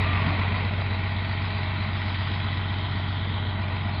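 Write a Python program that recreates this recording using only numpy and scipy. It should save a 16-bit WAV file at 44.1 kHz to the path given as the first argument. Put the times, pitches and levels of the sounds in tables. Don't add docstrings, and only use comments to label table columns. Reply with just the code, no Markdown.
import sys
import numpy as np
from scipy import signal
from scipy.fft import rfft, irfft
from scipy.io import wavfile
from scipy.ndimage import uniform_filter1d, map_coordinates

SR = 44100
rng = np.random.default_rng(int(sys.argv[2]) if len(sys.argv) > 2 else 0)


def ratio_of_db(decibels):
    return 10 ** (np.asarray(decibels, float) / 20)


def dump(signal):
    limited = np.clip(np.atleast_2d(signal).T, -1, 1)
    pcm = np.round(limited * 32767).astype(np.int16)
    wavfile.write(sys.argv[1], SR, pcm)


N = 176400

# time in seconds, speed in rpm.
SPEED_RPM = [(0, 919.2), (.5, 931.2), (1, 936.7), (4, 937.3)]
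START_CYCLE = -.182

# time in seconds, level in dB.
EXHAUST_DB = [(0, -25), (.3, -26.5), (1.1, -28.5), (1.6, -29), (4, -29)]
# relative level in dB of one multiple of the cycle rate, from the 5th up.
ORDER_DB = [-41, -16, -29, -18.5, -20.5, -20, -22.5, 0, -21, -10.5, -26, -29, -23, -14, -26, -27, -20.5,
            -31, -36, -30, -20.5, -22.5, -28.5, -18, -26, -30, -26, -26, -40, -38, -42, -33, -38, -27, -32,
            -27]
PIPE_LAG_RAD, LOW_ORDER_LAG_RAD = 1.77, 2.6
FIRING_LEAD_RAD = .9
WAVER_DB, WAVER_TURNS = .6, .012

# frequency in Hz, relative density in dB per Hz.
ROAR_SPECTRUM = [(150, -3.5), (190, -8.5), (272, -11), (320, -12), (365, -15.5), (385, -20.5), (410, -12),
                 (500, -19), (579, -17), (635, -7), (776, -13.5), (900, -10.5), (990, -7), (1250, -13),
                 (1500, -10.5), (1700, -17.5), (1900, -7.5), (2300, -11.5), (2700, -15.5), (2900, -20),
                 (3050, -14), (3250, -13.5), (3750, -17.5), (3880, -13.5), (4200, -23), (4600, -26.5),
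                 (5100, -37.5), (5300, -46), (5900, -61.5), (7300, -72), (8500, -85.5)]
# frequency in Hz, relative density in dB per Hz.
BASS_SPECTRUM = [(25, -53), (38, -30.5), (46, -17), (70, -14), (110, -7.5)]
# frequency in Hz, rms depth in dB.
PATCH_DEPTH = [(100, 2.4), (350, 0.27), (500, 3), (650, 0.52), (3500, 1), (5200, 4.6), (7000, 2.3)]
ROAR_DB = -34.5
# frequency in Hz, power share 0-1.
REPEATING_SHARE = [(280, 0), (450, .5), (2500, .42), (3300, .15), (6000, .1)]
MEMORY, JITTER_S = .85, .00012

BAND_EDGES_HZ = [330, 600, 1060, 1680, 2280, 2880, 3800, 4650]
# place in the cycle 0-1, then dB over the steady roar,
# before the burst shape, near 800 Hz, 1.3, 2.2, 3.3 and 4.5 kHz.
KNOCKS = [(.0, 3, 6, 2, 0, 2), (.047, -9, 6, 1, -9, 1), (.1, -9, -3, -3, -9, 7), (.155, 8, 3, 6.5, 5, -3),
          (.28, 5, -3, -9, -3, -6), (.34, -3, -3, -3, -3, -3), (.495, 4, 3, 7.5, 5, 4),
          (.578, -3, 0, 2, 4, -6), (.7, 0, 0, -3, 3, -4), (.835, 3, 4, 5.5, 4, 6.5)]
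KNOCK_COLUMN = [0, 0, 1, 2, 3, 3, 4, 5, 5]
KNOCK_RISE_S, KNOCK_FALL_S, KNOCK_SCATTER_DB = .0008, .0028, .6

# time in seconds, change in dB.
LOUDNESS_DB = [(0, 5.5), (.3, 4.5), (.5, 3), (.75, 0), (1.05, 0), (2.1, .5), (3, -0.5), (4, -1)]
# time in seconds, change in dB.
RUMBLE_DB = [(0, 1), (.2, 1.5), (.29, 9), (.4, 2.5), (.7, 3), (.95, -0.5), (4, 3)]
# time in seconds, change in dB.
VALLEY_DB = [(0, 0), (.8, 5), (1.0, -1), (1.6, -1), (1.73, -6), (1.9, -1.5), (2.9, 1.5), (3.05, -5),
             (3.3, 1), (4, -3.5)]
# time in seconds, change in dB.
GROWL_DB = [(0, 0), (.4, 1.5), (0.801, 0.8), (3, -0.9), (4, 2.8)]
# time in seconds, change in dB.
CLANG_DB = [(0, 0.2), (2.3, 1), (3.1, -0.52), (4, -2)]
# time in seconds, change in dB.
RATTLE_DB = [(0, 3), (1.7, 2), (2.6, -2), (3.05, -5.5), (3.5, -7.5), (3.62, 2.5), (4, 1)]
# time in seconds, change in dB.
RASP_DB = [(0, -5), (.6, -3), (1.8, -2), (2.3, 3.5), (3.5, 5), (3.6, -2.5), (4, -1)]
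# time in seconds, change in dB.
TREBLE_DB = [(0, -1.5), (1.6, 5), (2.7, -1.5), (3.5, -3.5), (4, 4)]
# time in seconds, change in dB.
TOP_DB = [(0, -2), (1.8, -1), (2.099, 5.5), (2.6, 1), (3.1, 3.5), (3.5, -9.5), (3.7, -1), (4, -5.5)]

# teeth passes per cycle, level in dB before swell and waver.
WHINE_LINES = [(26.44, -45.5), (45.6, -52.5), (52.88, -52), (79.32, -54), (105.76, -45.5), (119.95, -51),
               (128.9, -53), (248, -51)]
WHINE_SWELL_S = (0.56, 0.68)
WHINE_WAVER, WHINE_WIDTH_HZ = .13, 2.5

# frequency in Hz, relative density in dB per Hz.
HISS_SPECTRUM = [(8000, -13.5), (13500, -16), (14500, 2.5), (15500, 1), (15800, -25.5)]
# time in seconds, level in dB.
HISS_DB = [(0, -84.5), (1.6, -87), (3.3, -95), (3.54, -91), (3.575, -79), (3.6, -91), (3.68, -98), (4, -97)]

# time in seconds, pitch in Hz, level in dB before the fuzz.
SQUEAL = [(.03, 1190, -50), (.06, 1191, -33), (.125, 1194, -37), (.185, 1187, -32), (.215, 1116, -31),
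          (.24, 1110, -33), (.29, 1106, -44), (.39, 1109, -38), (.43, 1108, -55)]
SQUEAL_WIDTH_HZ = 6.8
# start in seconds, length in seconds, from Hz, to Hz, peak in dB.
SQUEAKS = [(1.252, .016, 7780, 7860, -84), (1.264, .034, 8250, 8480, -79), (1.368, .032, 8560, 8580, -84),
           (3.738, .024, 7300, 7400, -86)]
# start in seconds, peak in dB.
CLINKS = [(3.613, -56), (3.762, -55), (3.828, -57), (3.843, -58), (3.872, -57), (3.888, -55)]
CLINK_HZ, CLINK_LENGTH_S = 4950, .016


def evened(x):
    return x / np.sqrt(np.mean(abs(x) ** 2) + 1e-20)


def read(points, hz):
    f, value = np.transpose(points)
    return np.interp(np.log(hz + 1), np.log(f + 1), value)


def over_time(table, column=1):
    rows = np.array(table, float)
    return np.interp(np.arange(N) / SR, rows[:, 0], rows[:, column])


def wander(width_hz):
    r = np.exp(-np.pi * width_hz / SR)
    real, imag = rng.standard_normal((2, 2 * N))
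    once = signal.lfilter([1 - r], [1, -r], real + 1j * imag)
    twice = signal.lfilter([1 - r], [1, -r], once)
    return evened(twice[N:])


def coloured(points, patchy, again=0, shares=((0, 0),)):
    sources = [rng.standard_normal(N), again + np.zeros(N)]
    hz, _, (fresh, again) = signal.stft(sources, SR, nperseg=2048, noverlap=1536)
    patches = rng.standard_normal(fresh.shape[::-1]).T
    patches = uniform_filter1d(patches, size=8, axis=0)
    patches = evened(uniform_filter1d(patches, size=5, axis=1))
    share = read(shares, hz)[:, None]
    mixed = np.sqrt(share) * again + np.sqrt(1 - share) * fresh
    gain_db = read(points, hz)[:, None] + read(patchy, hz)[:, None] * patches
    return evened(signal.istft(mixed * ratio_of_db(gain_db), nperseg=2048, noverlap=1536)[1][:N])


def cycles():
    return START_CYCLE + np.cumsum(over_time(SPEED_RPM)) / (120 * SR)


def exhaust(turns):
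    out = np.zeros(N)
    for k, db in enumerate(ORDER_DB, 5):
        lag = PIPE_LAG_RAD
        if k < 11 and k != 6:
            lag += LOW_ORDER_LAG_RAD
        if k in (11, 13):
            lag += 1
        if k == 6:
            lag -= FIRING_LEAD_RAD
        if k > 14 and k != 18:
            lag += 2 * np.pi * rng.random()
        chance = wander(2.1)
        waver_scale = .15 if k == 12 else k / 12
        angle = 2 * np.pi * (k * turns + WAVER_TURNS * waver_scale * chance.imag) - lag
        out += ratio_of_db(db + WAVER_DB * waver_scale * chance.real) * np.cos(angle)
    return np.sqrt(2) * ratio_of_db(over_time(EXHAUST_DB)) * out


def bursts(turns, place, db):
    count = np.floor(turns - place).astype(int)
    since_s = (turns - place - count) / over_time(SPEED_RPM) * 120
    sizes = ratio_of_db(2 * (db + KNOCK_SCATTER_DB * rng.standard_normal(size=64)))
    rise = 1 - np.exp(-(since_s / KNOCK_RISE_S) ** 2)
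    return sizes[count + 2] * rise * np.exp(-since_s / KNOCK_FALL_S)


def repeating(turns):
    size = round(120 * SR / SPEED_RPM[-1][1])
    rows = signal.lfilter([1], [1, -MEMORY], rng.standard_normal((64, size)), axis=0)
    rows = evened(rows[20:])
    return map_coordinates(rows.ravel(), [(turns + 1) * size + JITTER_S * SR * wander(1.8).real])


def roar(turns):
    noise = coloured(BASS_SPECTRUM + ROAR_SPECTRUM, PATCH_DEPTH, repeating(turns), REPEATING_SHARE)
    spectrum, hz = rfft(noise), np.fft.rfftfreq(N, 1 / SR)
    below = [0] + [1 / (1 + (hz / edge) ** 16) for edge in BAND_EDGES_HZ] + [1]
    powers = [np.ones(N)]
    for column in range(1, len(KNOCKS[0])):
        powers.append(1 + sum(bursts(turns, row[0], row[column]) for row in KNOCKS))
    steady = [(0, 0)]
    curves = [RUMBLE_DB, VALLEY_DB, GROWL_DB, steady, CLANG_DB, RATTLE_DB, RASP_DB, TREBLE_DB, TOP_DB]
    out = np.zeros(N)
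    for band, column in enumerate(KNOCK_COLUMN):
        part = irfft(spectrum * (below[band + 1] - below[band]), N)
        gate = np.sqrt(powers[column] / powers[column].mean())
        out += part * ratio_of_db(over_time(curves[band])) * gate
    return ratio_of_db(ROAR_DB + over_time(LOUDNESS_DB)) * out


def whine(turns):
    out = np.zeros(N)
    for teeth, db in WHINE_LINES:
        waver = 1 + WHINE_WAVER * wander(WHINE_WIDTH_HZ)
        out += ratio_of_db(db) * (waver * np.exp(2j * np.pi * teeth * turns)).real
    return np.interp(np.arange(N) / SR, WHINE_SWELL_S, [.6, 1]) * out


def microphone_hiss():
    flicker_db = 2.5 * wander(90.).real
    return ratio_of_db(over_time(HISS_DB) + flicker_db) * coloured(HISS_SPECTRUM, [(8000, 3), (15000, 3)])


def squeal():
    carrier = np.exp(2j * np.pi * np.cumsum(over_time(SQUEAL)) / SR)
    fuzz = 1 + 0.54 * wander(SQUEAL_WIDTH_HZ)
    sounding = np.arange(N) < SQUEAL[-1][0] * SR
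    return ratio_of_db(over_time(SQUEAL, column=2)) * (fuzz * carrier).real * sounding


def blip(start_s, length_s, from_hz, to_hz, db):
    u = np.clip((np.arange(N) / SR - start_s) / length_s, 0, 1)
    phase = 2 * np.pi * length_s * u * (from_hz + (to_hz - from_hz) * u / 2)
    return ratio_of_db(db) * np.sin(np.pi * u) * np.sin(phase)


def squeaks():
    return sum(blip(*row) for row in SQUEAKS)


def clinks():
    out = np.zeros(N)
    for start_s, db in CLINKS:
        from_hz, to_hz = CLINK_HZ * rng.normal(1, .015, 2)
        out += blip(start_s, CLINK_LENGTH_S, from_hz, to_hz, db)
    return out


def scene():
    turns = cycles()
    engine = exhaust(turns) + roar(turns) + whine(turns)
    return (engine + squeal() + squeaks() + clinks())[None]


def band_limit(x):
    return signal.sosfilt(signal.butter(12, 15720, fs=SR, output="sos"), x)


def record(dry):
    mix = dry + microphone_hiss()
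    return band_limit(mix)


dry = scene()
out = record(dry)
dump(out)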